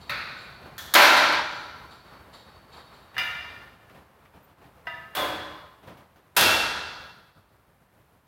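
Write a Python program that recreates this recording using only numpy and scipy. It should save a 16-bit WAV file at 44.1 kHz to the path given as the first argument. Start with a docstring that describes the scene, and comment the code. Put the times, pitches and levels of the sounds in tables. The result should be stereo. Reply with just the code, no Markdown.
"""A cable machine in a hard-walled gym, heard close up by a phone microphone beside it, the same in both channels.
The pulley carriage knocks along its post and locks with a crash; the snap hook jingles, the cable rubs over
the pulley, the swivel clinks, the handle knocks, and the selector rod picks up a weight stack that drops back.
Each steel part is a gritty contact burst, beating modes and a decaying noise wash. Soft footfalls are short
dull noise, the rub and the ventilation coloured noise."""
import sys
import numpy as np
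from scipy import signal
from scipy.fft import rfft, irfft, next_fast_len
from scipy.io import wavfile
from scipy.ndimage import uniform_filter1d

SR = 44100
rng = np.random.default_rng(int(sys.argv[2]) if len(sys.argv) > 2 else 0)


def transcribe(signal):
    """Save signal, clipped to [-1, 1], as a 16-bit WAV file at the path in sys.argv[1]."""
    frames = np.atleast_2d(signal).T
    limited = np.clip(frames, -1, 1)
    pcm = np.round(limited * 32767).astype(np.int16)
    wavfile.write(sys.argv[1], SR, pcm)


N = 364703
STRIKE_TIME_S = np.arange(2 * SR) / SR  # time axis of one strike
SCENE_TIME_S = np.arange(N) / SR

# Blows on each steel part: start_s, level_db, brightness_db_per_octave, modes_db, chatter_s
SLIDE_BLOWS = [(.094, -31, 0, -2, 0.011)]
PIN_BLOWS = [(.780, -40, 0, -3, .003), (.938, -20, 0, -14.5, 0.012)]
FRAME_BLOWS = [(.950, -13.5, -1, -2.5, 0.15), (1.017, -23, 3.5, -13, 0.04), (1.165, -21.5, -0.5, -4.5, 0.1),
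               (1.321, -30, -2, -2, 0.018)]
ROD_BLOWS = [(5.149, -31.5, 1.8, -3, 0.043), (5.166, -29, -2.5, -2.5, 0.1)]
STACK_BLOWS = [(6.364, -18, 0.6, -7, 0.074), (6.405, -23, -0.65, -1, 0.084)]
# Swivel clinks: the same columns, then place_struck (0 rim to 1 axle)
SWIVEL_BLOWS = [(3.143, -54, -1, -3, .002, .2), (3.165, -44, -3, 1, .002, .5), (3.180, -35, .8, 7, .02, 0),
                (4.869, -46.5, -2.5, 10, .004, 1)]
# Snap hook jingles, as the handle swings: start_s, level_db
HOOK_JINGLES = [(.002, -55), (.37, -56), (1.515, -51), (1.905, -56), (2.325, -52.5), (2.718, -54.5),
                (2.93, -59.5)]
# Dry knocks of strap and handle: start_s, level_db
HANDLE_KNOCKS = [(3.896, -51), (4.25, -51.5), (4.615, -59)]
# Firm footfalls, timed at the sole: start_s, level_db
FOOTFALLS = [(.653, -44.5), (3.944, -47.5), (4.615, -50.5), (5.87, -41.5)]
# Light shuffling: start_s, end_s, level_db, brightness_db_per_octave
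SHUFFLES = [(4.0, 4.8, -54, 0.5), (6.0, 6.25, -52, 3), (7.2, 8.25, -55.5, -4.5)]

# Ringing modes of each part: pitch_hz, relative_level_db, t60_s
SLIDE_MODES = [(578, -10, .9), (1310, -0.5, 0.71), (1440, -0.5, 0.64), (1495, -3, 2), (1850, -1, .7),
               (2049, -2.5, .8), (2190, -5, 1.1), (2420, -5, 1.5), (3693, -9, .7), (3849, -11.5, 1.0),
               (4300, -14, 1.9), (4550, -10, .7)]
PIN_MODES = [(1790, 2, 0.86), (3350, 0, 1), (3510, -2.5, .8), (4330, -6.5, .7), (5946, -5.5, .6),
             (6600, -8.5, .6), (13300, -4, .4)]
FRAME_MODES = [(270, -15, 1.1), (308, -11, 1.2), (339, -12, 1.2), (581, -2, 1.2), (612, -7, 1.1),
               (765, -4, 1.1), (840, -2, 1.3), (976, -2, 1.5), (1037, -3, 1.3), (1310, -3, 1.6),
               (1365, 2, 1.6), (1440, -3, 1.6), (1541, 2, 1.2), (1605, 1, 1.2), (1826, -5, 1.3),
               (2089, -4, 1.3), (2196, -3, 1.0), (2288, -8, 1.3), (2375, -2, 1.3), (2533, -6, 1.2),
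               (2622, -7, 1.1), (2955, -11, 1.4), (3343, -12, 1.3), (3822, -10, 1.3), (4151, -11, 1.3),
               (4274, -9, 1.1), (4600, -9, 1.3), (5722, -13, 1.4), (5950, -15, 1.3)]
ROD_MODES = [(307, -7, 1.0), (576, -1, 1.0), (609, -3, 1.0), (738, -4, .9), (1034, -2, 1.3),
             (1254, -4, 1.1), (1452, -6, 1.0), (1545, -4, 1.0), (1696, -8, 1.2), (2880, -14, 1.3),
             (3335, -1, 1.0), (3495, 0, .9), (4118, -13, .8), (5093, -18, .9), (6550, -18, .8),
             (12400, -16, .65)]
STACK_MODES = [(619, -9, 1.1), (980, -8, 1.3), (1365, -5, 1.3), (1459, -6, 1.3), (1637, -6, 1.4),
               (2304, -10, .8), (2605, -4, 1.2), (2713, 4, 1.05), (3192, -9, 1.0), (3320, -6, 1.3),
               (3490, -3, 1.15), (4102, -10, 1.2), (4479, -11, 1.3), (5087, -11, .8)]
HOOK_MODES = [(3190, -4, 0.91), (3780, 1.5, 1.4), (3760, -13, 1), (4510, -1, 1.3), (4460, -3, 4),
              (5300, -14.5, 0.72), (7300, -10.5, .6), (7500, -8.5, .6), (9437, -10.5, .7)]
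PING_MODES = [(13750, 0, 0.23), (14100, -3, .08)]
# Swivel modes: pitch_hz, rim_level_db, axle_level_db, t60_s
SWIVEL_MODES = [(662, -19, -15, 1.5), (738, -11, -17, .9), (964, -11, -11, 1.2), (1265, -12, -7, 1.5),
                (1410, -5, -22, 1.4), (1572, -13, -8, 1.1), (1750, -4, -3, 1.5), (1826, -3, -20, 1.3),
                (1985, -11, -1, 1.0), (2060, -4, -14, 1.0), (2342, -3, -22, 1.0), (2385, -3, -25, 1.1),
                (2795, -1, -6, 1.1), (2907, -4, -17, .8), (3467, -11, -22, 1.0), (3639, -10, -21, 1.1),
                (3790, -14, -30, 1.1), (4673, -18, -33, 1.0), (4883, -19, -33, 1.3), (5115, -16, -25, .9),
                (6083, -24, -38, 1.0)]

# Colour of each wash of packed modes and echoes: frequency_hz, relative_level_db_per_hz
SLIDE_WASH = [(100, -13), (200, -19.5), (750, -13), (1400, -1.5), (2000, -4.5), (2550, -2), (3100, -16),
              (3600, -8), (4400, -8.5), (5300, -23.5), (7800, -35), (12000, -31), (16000, -36)]
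PIN_WASH = [(100, -22), (500, -8.5), (1700, 1.5), (2600, -11.5), (3500, 0), (5000, -8), (6800, -9),
            (8800, -15), (13500, -6), (16000, -14.5)]
FRAME_WASH = [(60, -38.5), (170, -24.5), (300, -14), (480, -10.5), (620, -6.5), (1000, 1), (1130, -4),
              (1450, -0.5), (2400, -4), (3100, -7), (4300, -8), (7800, -29), (12000, -28), (16000, -41.5)]
ROD_WASH = [(29, -55), (50, -25), (75, -18), (246, -21.5), (306, -11), (483, -10.5), (586, -5.5),
            (678, -10), (1050, -5), (3180, -14.5), (3410, -10.5), (5810, -26), (6550, -28), (12300, -25.5),
            (16000, -24.5)]
STACK_WASH = [(21, -50), (35, -22), (79, -8.5), (143, -21), (190, -12), (955, -4.5), (1090, -10.5),
              (1330, -2), (2060, -8.5), (2660, -7), (3020, -10), (3440, -6.5), (7610, -20.5), (13000, -19),
              (16000, -27.5)]
HOOK_WASH = [(300, -16.5), (1100, -9), (2600, -6), (4400, 5), (5400, -12.5), (16000, -26.5)]
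SWIVEL_WASH = [(100, -16), (450, -14), (750, -8), (2100, 0), (3500, -9), (5000, -18), (8000, -29),
               (13000, -23), (16000, -25)]
STEP_WASH = [(40, -8), (80, 4), (300, 0), (750, -1), (1500, -12), (3000, -19), (8000, -38.5), (16000, -34)]
# Room and steel decay of a wash, before each part's length factor: frequency_hz, t60_s
WASH_T60 = [(80, 1.9), (260, 1.31), (700, 1.32), (1400, 1.58), (2500, 1.21), (4500, 1.43), (7500, 0.97),
            (14000, .6)]
# Colour of the steady noises: frequency_hz, relative_level_db_per_hz
RUMBLE_COLOUR = [(25, -23.5), (50, -1), (78, 4.5), (100, -1), (130, 1.5), (300, -7), (600, -5.5),
                 (1100, -6), (2000, -14), (4000, -24), (6000, -32), (16000, -43)]
HISS_COLOUR = [(2000, -13.5), (4500, -1.5), (7000, -2), (12500, 5), (16000, 1)]
RUB_COLOUR = [(60, -2), (150, -5.5), (400, -5), (800, -2.5), (1100, 2.5), (1500, -3), (2500, -13),
              (4500, -17), (6500, -32.5), (16000, -34)]

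# Ventilation: the rumble sinks from its starting level, the hiss does not
RUMBLE_START_DB, RUMBLE_SINK_DB_PER_S, HISS_DB = -49, 0.91, -68
# Shared by all jingles
HOOK_BRIGHT_DB_PER_OCTAVE, HOOK_MODES_DB, HOOK_CHATTER_S = .3, -2.5, .03
# The frame's ring drops as the carriage settles
SEATED_S, SEATING_S, SEATED_DB = 1.397, .06, -4.5
# The heel touches just before the sole
STEP_BRIGHT_DB_PER_OCTAVE, HEEL_LEAD_S, HEEL_DB = 1, .042, -5.5
SCUFFS_PER_S, SCUFF_SCATTER_DB, SCUFF_SCATTER_S = 6.5, 2.5, 0.018
RUB_FROM_S, RUB_TO_S, RUB_EASE_S, RUB_DB = 1.62, 3.83, 0.22, -53.5
PING_S, PING_DB = 4.43, -55
MIC_TOP_HZ = 15900


def undb(db):
    """Turn decibels into gain."""
    return 10 ** (np.asarray(db) / 20)


def unit(x):
    """Scale to rms 1."""
    return x / np.sqrt(np.mean(x ** 2))


def read(points, hz):
    """Join (frequency, value) points by straight lines on a log-frequency axis."""
    frequency_hz, value = np.transpose(points)
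    return np.interp(np.log(np.maximum(hz, 1)), np.log(frequency_hz), value)


def fade(age, t60):
    """Decay exponentially, 60 dB down after t60."""
    return np.exp(-np.log(1000) * age / np.maximum(t60, 1e-3))


def tilt(hz, db_per_octave):
    """Harder contact favours the upper modes; the tilt pivots at 1500 Hz."""
    return undb(db_per_octave * np.log2(np.maximum(hz, 100) / 1500))


def walk(t, rate):
    """Draw random levels, rate of them a second, joined by lines."""
    knots = rng.standard_normal(int(t[-1] * rate) + 2)
    return np.interp(t * rate, np.arange(len(knots)), knots)


def add(track, s, sound):
    """Mix a sound in at time s."""
    start = max(int(s * SR), 0)
    track[start:start + len(sound)] += sound[:N - start]


def coloured(spectrum):
    """Steady noise of rms 1 with the given colour."""
    size = next_fast_len(N, real=True)
    hz = np.fft.rfftfreq(size, 1 / SR)
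    noise = rfft(rng.standard_normal(size))
    return unit(irfft(noise * undb(read(spectrum, hz)), size)[:N])


def wash(spectrum, bright, age, length, size=1024):
    """Countless overlapping modes and echoes, as noise whose highest treble dies soonest."""
    noise = rng.standard_normal(len(STRIKE_TIME_S))
    hz, t, cells = signal.stft(noise, SR, nperseg=size)
    colour = unit(undb(read(spectrum, hz)) * tilt(hz, bright))
    t60 = length * read(WASH_T60, hz)[:, None]
    decay = fade(np.interp(t, STRIKE_TIME_S, age), t60)
    sound = signal.istft(cells * colour[:, None] * decay, SR, nperseg=size)[1]
    return sound[:len(STRIKE_TIME_S)]


def ring(modes, bright, age, width_hz, waver):
    """Clear modes; close neighbours and wall reflections make each one beat in level and phase."""
    pitch_hz, level_db, t60_s = np.transpose(modes)
    sizes = undb(level_db) * tilt(pitch_hz, bright)
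    out = np.zeros(len(STRIKE_TIME_S))
    for hz, gain, t60 in zip(pitch_hz, sizes / np.linalg.norm(sizes), t60_s):
        cycles = (hz * STRIKE_TIME_S + rng.random()) % 1
        phase = (2 * np.pi * cycles).astype(np.float32)
        in_phase = (1 + waver * walk(STRIKE_TIME_S, width_hz)) * np.sin(phase)
        quadrature = waver * walk(STRIKE_TIME_S, width_hz) * np.cos(phase)
        out += gain * unit(in_phase + quadrature) * fade(age, t60)
    return out


def crack(spectrum, bright, t60, grain_db=4, grain_hz=700, size=8192):
    """The contact itself: a short burst of noise made gritty by fast random level changes."""
    hz = np.arange(size // 2 + 1) * SR / size
    t = STRIKE_TIME_S[:size]
    noise = rfft(rng.standard_normal(size))
    burst = irfft(noise * undb(read(spectrum, hz)) * tilt(hz, bright))
    gritty = unit(burst * undb(grain_db * walk(t, grain_hz)))
    return gritty * fade(t, t60)


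def strike(blows, modes, spectrum, length, width_hz, waver, direct,
           crack_db, crack_bright, crack_t60, rise_s, direct_t60=0.095):
    """Blows on one steel part: contact crack, clear modes and their wash."""
    out = np.zeros(N)
    # direct lifts the modes at the start of a blow
    first_burst = 1 + direct * fade(STRIKE_TIME_S, direct_t60)
    rise = np.minimum(STRIKE_TIME_S / max(rise_s, 1e-4), 1)
    for start_s, level_db, bright, modes_db, chatter_s in blows:
        # while loose parts chatter they feed the ring, so its decay starts late
        age = np.hypot(STRIKE_TIME_S, chatter_s) - abs(chatter_s)
        sound = wash(spectrum, bright, age, length)
        sound += undb(modes_db) * first_burst * ring(modes, bright, age, width_hz, waver)
        add(sound, 0, undb(crack_db) * crack(spectrum, bright + crack_bright, crack_t60))
        add(out, start_s, undb(level_db) * sound * rise)
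    return out


def ventilation():
    """Ventilation rumble and a thin hiss, wavering together in level."""
    rumble_db = RUMBLE_START_DB - RUMBLE_SINK_DB_PER_S * SCENE_TIME_S
    out = coloured(RUMBLE_COLOUR) * undb(rumble_db) + coloured(HISS_COLOUR) * undb(HISS_DB)
    return out * undb(.7 * walk(SCENE_TIME_S, 18))


def snap_hook():
    """The snap hook jingles: soft-edged blows on small, high steel modes."""
    jingles = [(start_s, level_db, HOOK_BRIGHT_DB_PER_OCTAVE, HOOK_MODES_DB, HOOK_CHATTER_S)
               for start_s, level_db in HOOK_JINGLES]
    return strike(jingles, HOOK_MODES, HOOK_WASH, length=.7, width_hz=55, waver=1.3, direct=0,
                  crack_db=-6, crack_bright=1, crack_t60=.06, rise_s=.012)


def carriage_slide():
    """The sliding carriage knocks on its post and excites its modes."""
    return strike(SLIDE_BLOWS, SLIDE_MODES, SLIDE_WASH, length=1.0, width_hz=30, waver=1.4, direct=0.18,
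                  crack_db=2.5, crack_bright=5.0, crack_t60=0.083, rise_s=0.0021)


def spring_pin():
    """The spring pin clicks and snaps home: sharp blows on high, quickly beating modes."""
    return strike(PIN_BLOWS, PIN_MODES, PIN_WASH, length=1.0, width_hz=64, waver=1.9, direct=0,
                  crack_db=4.0, crack_bright=2, crack_t60=.1, rise_s=.001)


def frame_crash():
    """The locking carriage shakes the whole frame, whose ring drops as the carriage settles."""
    frame = strike(FRAME_BLOWS, FRAME_MODES, FRAME_WASH, length=0.83, width_hz=38, waver=1.4, direct=0,
                   crack_db=0, crack_bright=4, crack_t60=.15, rise_s=0.0013)
    seated = np.clip((SCENE_TIME_S - SEATED_S) / SEATING_S, 0, 1)
    return frame * undb(SEATED_DB * seated)


def footsteps(length=.38, rise_s=.006):
    """Dull heel-and-sole footfalls and random scuffs on rubber flooring, as short noise washes."""
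    touches = []
    for start_s, level_db in FOOTFALLS:
        touches.append((start_s - HEEL_LEAD_S, level_db + HEEL_DB, STEP_BRIGHT_DB_PER_OCTAVE))
        touches.append((start_s, level_db, STEP_BRIGHT_DB_PER_OCTAVE))
    for start_s, end_s, level_db, bright in SHUFFLES:
        for scuff_s in np.arange(start_s, end_s, 1 / SCUFFS_PER_S):
            late, strong = rng.standard_normal(2)
            scuff_db = level_db + SCUFF_SCATTER_DB * strong
            touches.append((scuff_s + SCUFF_SCATTER_S * late, scuff_db, bright))
    out = np.zeros(N)
    rise = np.minimum(STRIKE_TIME_S / rise_s, 1)
    for touch_s, level_db, bright in touches:
        touch = wash(STEP_WASH, bright, STRIKE_TIME_S, length) * rise
        add(out, min(touch_s, N / SR), undb(level_db) * touch)
    return out


def cable_rub(rough_db=3.0):
    """The cable rubs softly and unevenly while it is drawn out over the pulley."""
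    since_start, until_end = SCENE_TIME_S - RUB_FROM_S, RUB_TO_S - SCENE_TIME_S
    speed = np.clip(np.minimum(since_start, until_end) / RUB_EASE_S, 0, 1)
    return speed * coloured(RUB_COLOUR) * undb(RUB_DB + rough_db * walk(SCENE_TIME_S, 14))


def pulley_swivel():
    """The tightening swivel clinks with modes that depend on where it is struck, rim to axle."""
    out = np.zeros(N)
    for *blow, place in SWIVEL_BLOWS:
        toward_axle = np.clip(place, 0, 1)
        modes = [(hz, rim_db + toward_axle * (axle_db - rim_db), t60)
                 for hz, rim_db, axle_db, t60 in SWIVEL_MODES]
        out += strike([blow], modes, SWIVEL_WASH, length=1.0, width_hz=52, waver=1.3, direct=2.0,
                      crack_db=11.0, crack_bright=0.15, crack_t60=0.063, rise_s=0.002)
    return out


def handle_knocks(bright=-1, t60=.14):
    """Short dry knocks of the handle on its hook: contact bursts without ringing modes."""
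    out = np.zeros(N)
    for start_s, level_db in HANDLE_KNOCKS:
        add(out, start_s, undb(level_db) * crack(SWIVEL_WASH, bright, t60))
    return out


def fittings_ping():
    """One faint, very high ping from the fittings: two short beating modes."""
    out = np.zeros(N)
    ping = ring(PING_MODES, 0, STRIKE_TIME_S, width_hz=150, waver=1)
    add(out, PING_S, undb(PING_DB) * ping)
    return out


def selector_rod():
    """The rod takes up the plates in two close blows on its modes."""
    return strike(ROD_BLOWS, ROD_MODES, ROD_WASH, length=0.79, width_hz=36, waver=0.89, direct=0,
                  crack_db=3.0, crack_bright=2.5, crack_t60=0.11, rise_s=0.0042)


def weight_stack():
    """The plates land and close on each other within milliseconds, so each blow rises briefly."""
    return strike(STACK_BLOWS, STACK_MODES, STACK_WASH, length=0.89, width_hz=34, waver=1.3, direct=0,
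                  crack_db=4.5, crack_bright=6.1, crack_t60=0.12, rise_s=0.0056)


def scene():
    """Everything reaches the phone as one centred sound."""
    machine = snap_hook() + carriage_slide() + spring_pin() + frame_crash() + cable_rub()
    machine += pulley_swivel() + handle_knocks() + fittings_ping() + selector_rod() + weight_stack()
    mid = ventilation() + machine + footsteps()
    return np.array([mid, mid])


def expander(x, open_db=-45, slope=0.69, depth_db=8, size=1400):
    """The phone turns quiet passages down, which hurries the end of the tails."""
    power = uniform_filter1d(x[0] ** 2, size)
    level_db = 10 * np.log10(np.maximum(power, 1e-12))
    return x * undb(np.clip(slope * (level_db - open_db), -depth_db, 0))


def record(dry, low_cut_hz=42):
    """The phone drops the deepest bass, lowers the quiet, rounds the loudest peaks and cuts the top."""
    low_cut = signal.butter(3, low_cut_hz, "highpass", fs=SR, output="sos")
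    top_cut = signal.ellip(10, .2, 80, MIC_TOP_HZ, fs=SR, output="sos")
    heard = signal.sosfilt(low_cut, dry)
    rounded = np.tanh(expander(heard))
    return signal.sosfilt(top_cut, rounded)


dry = scene()
out = record(dry)
transcribe(out)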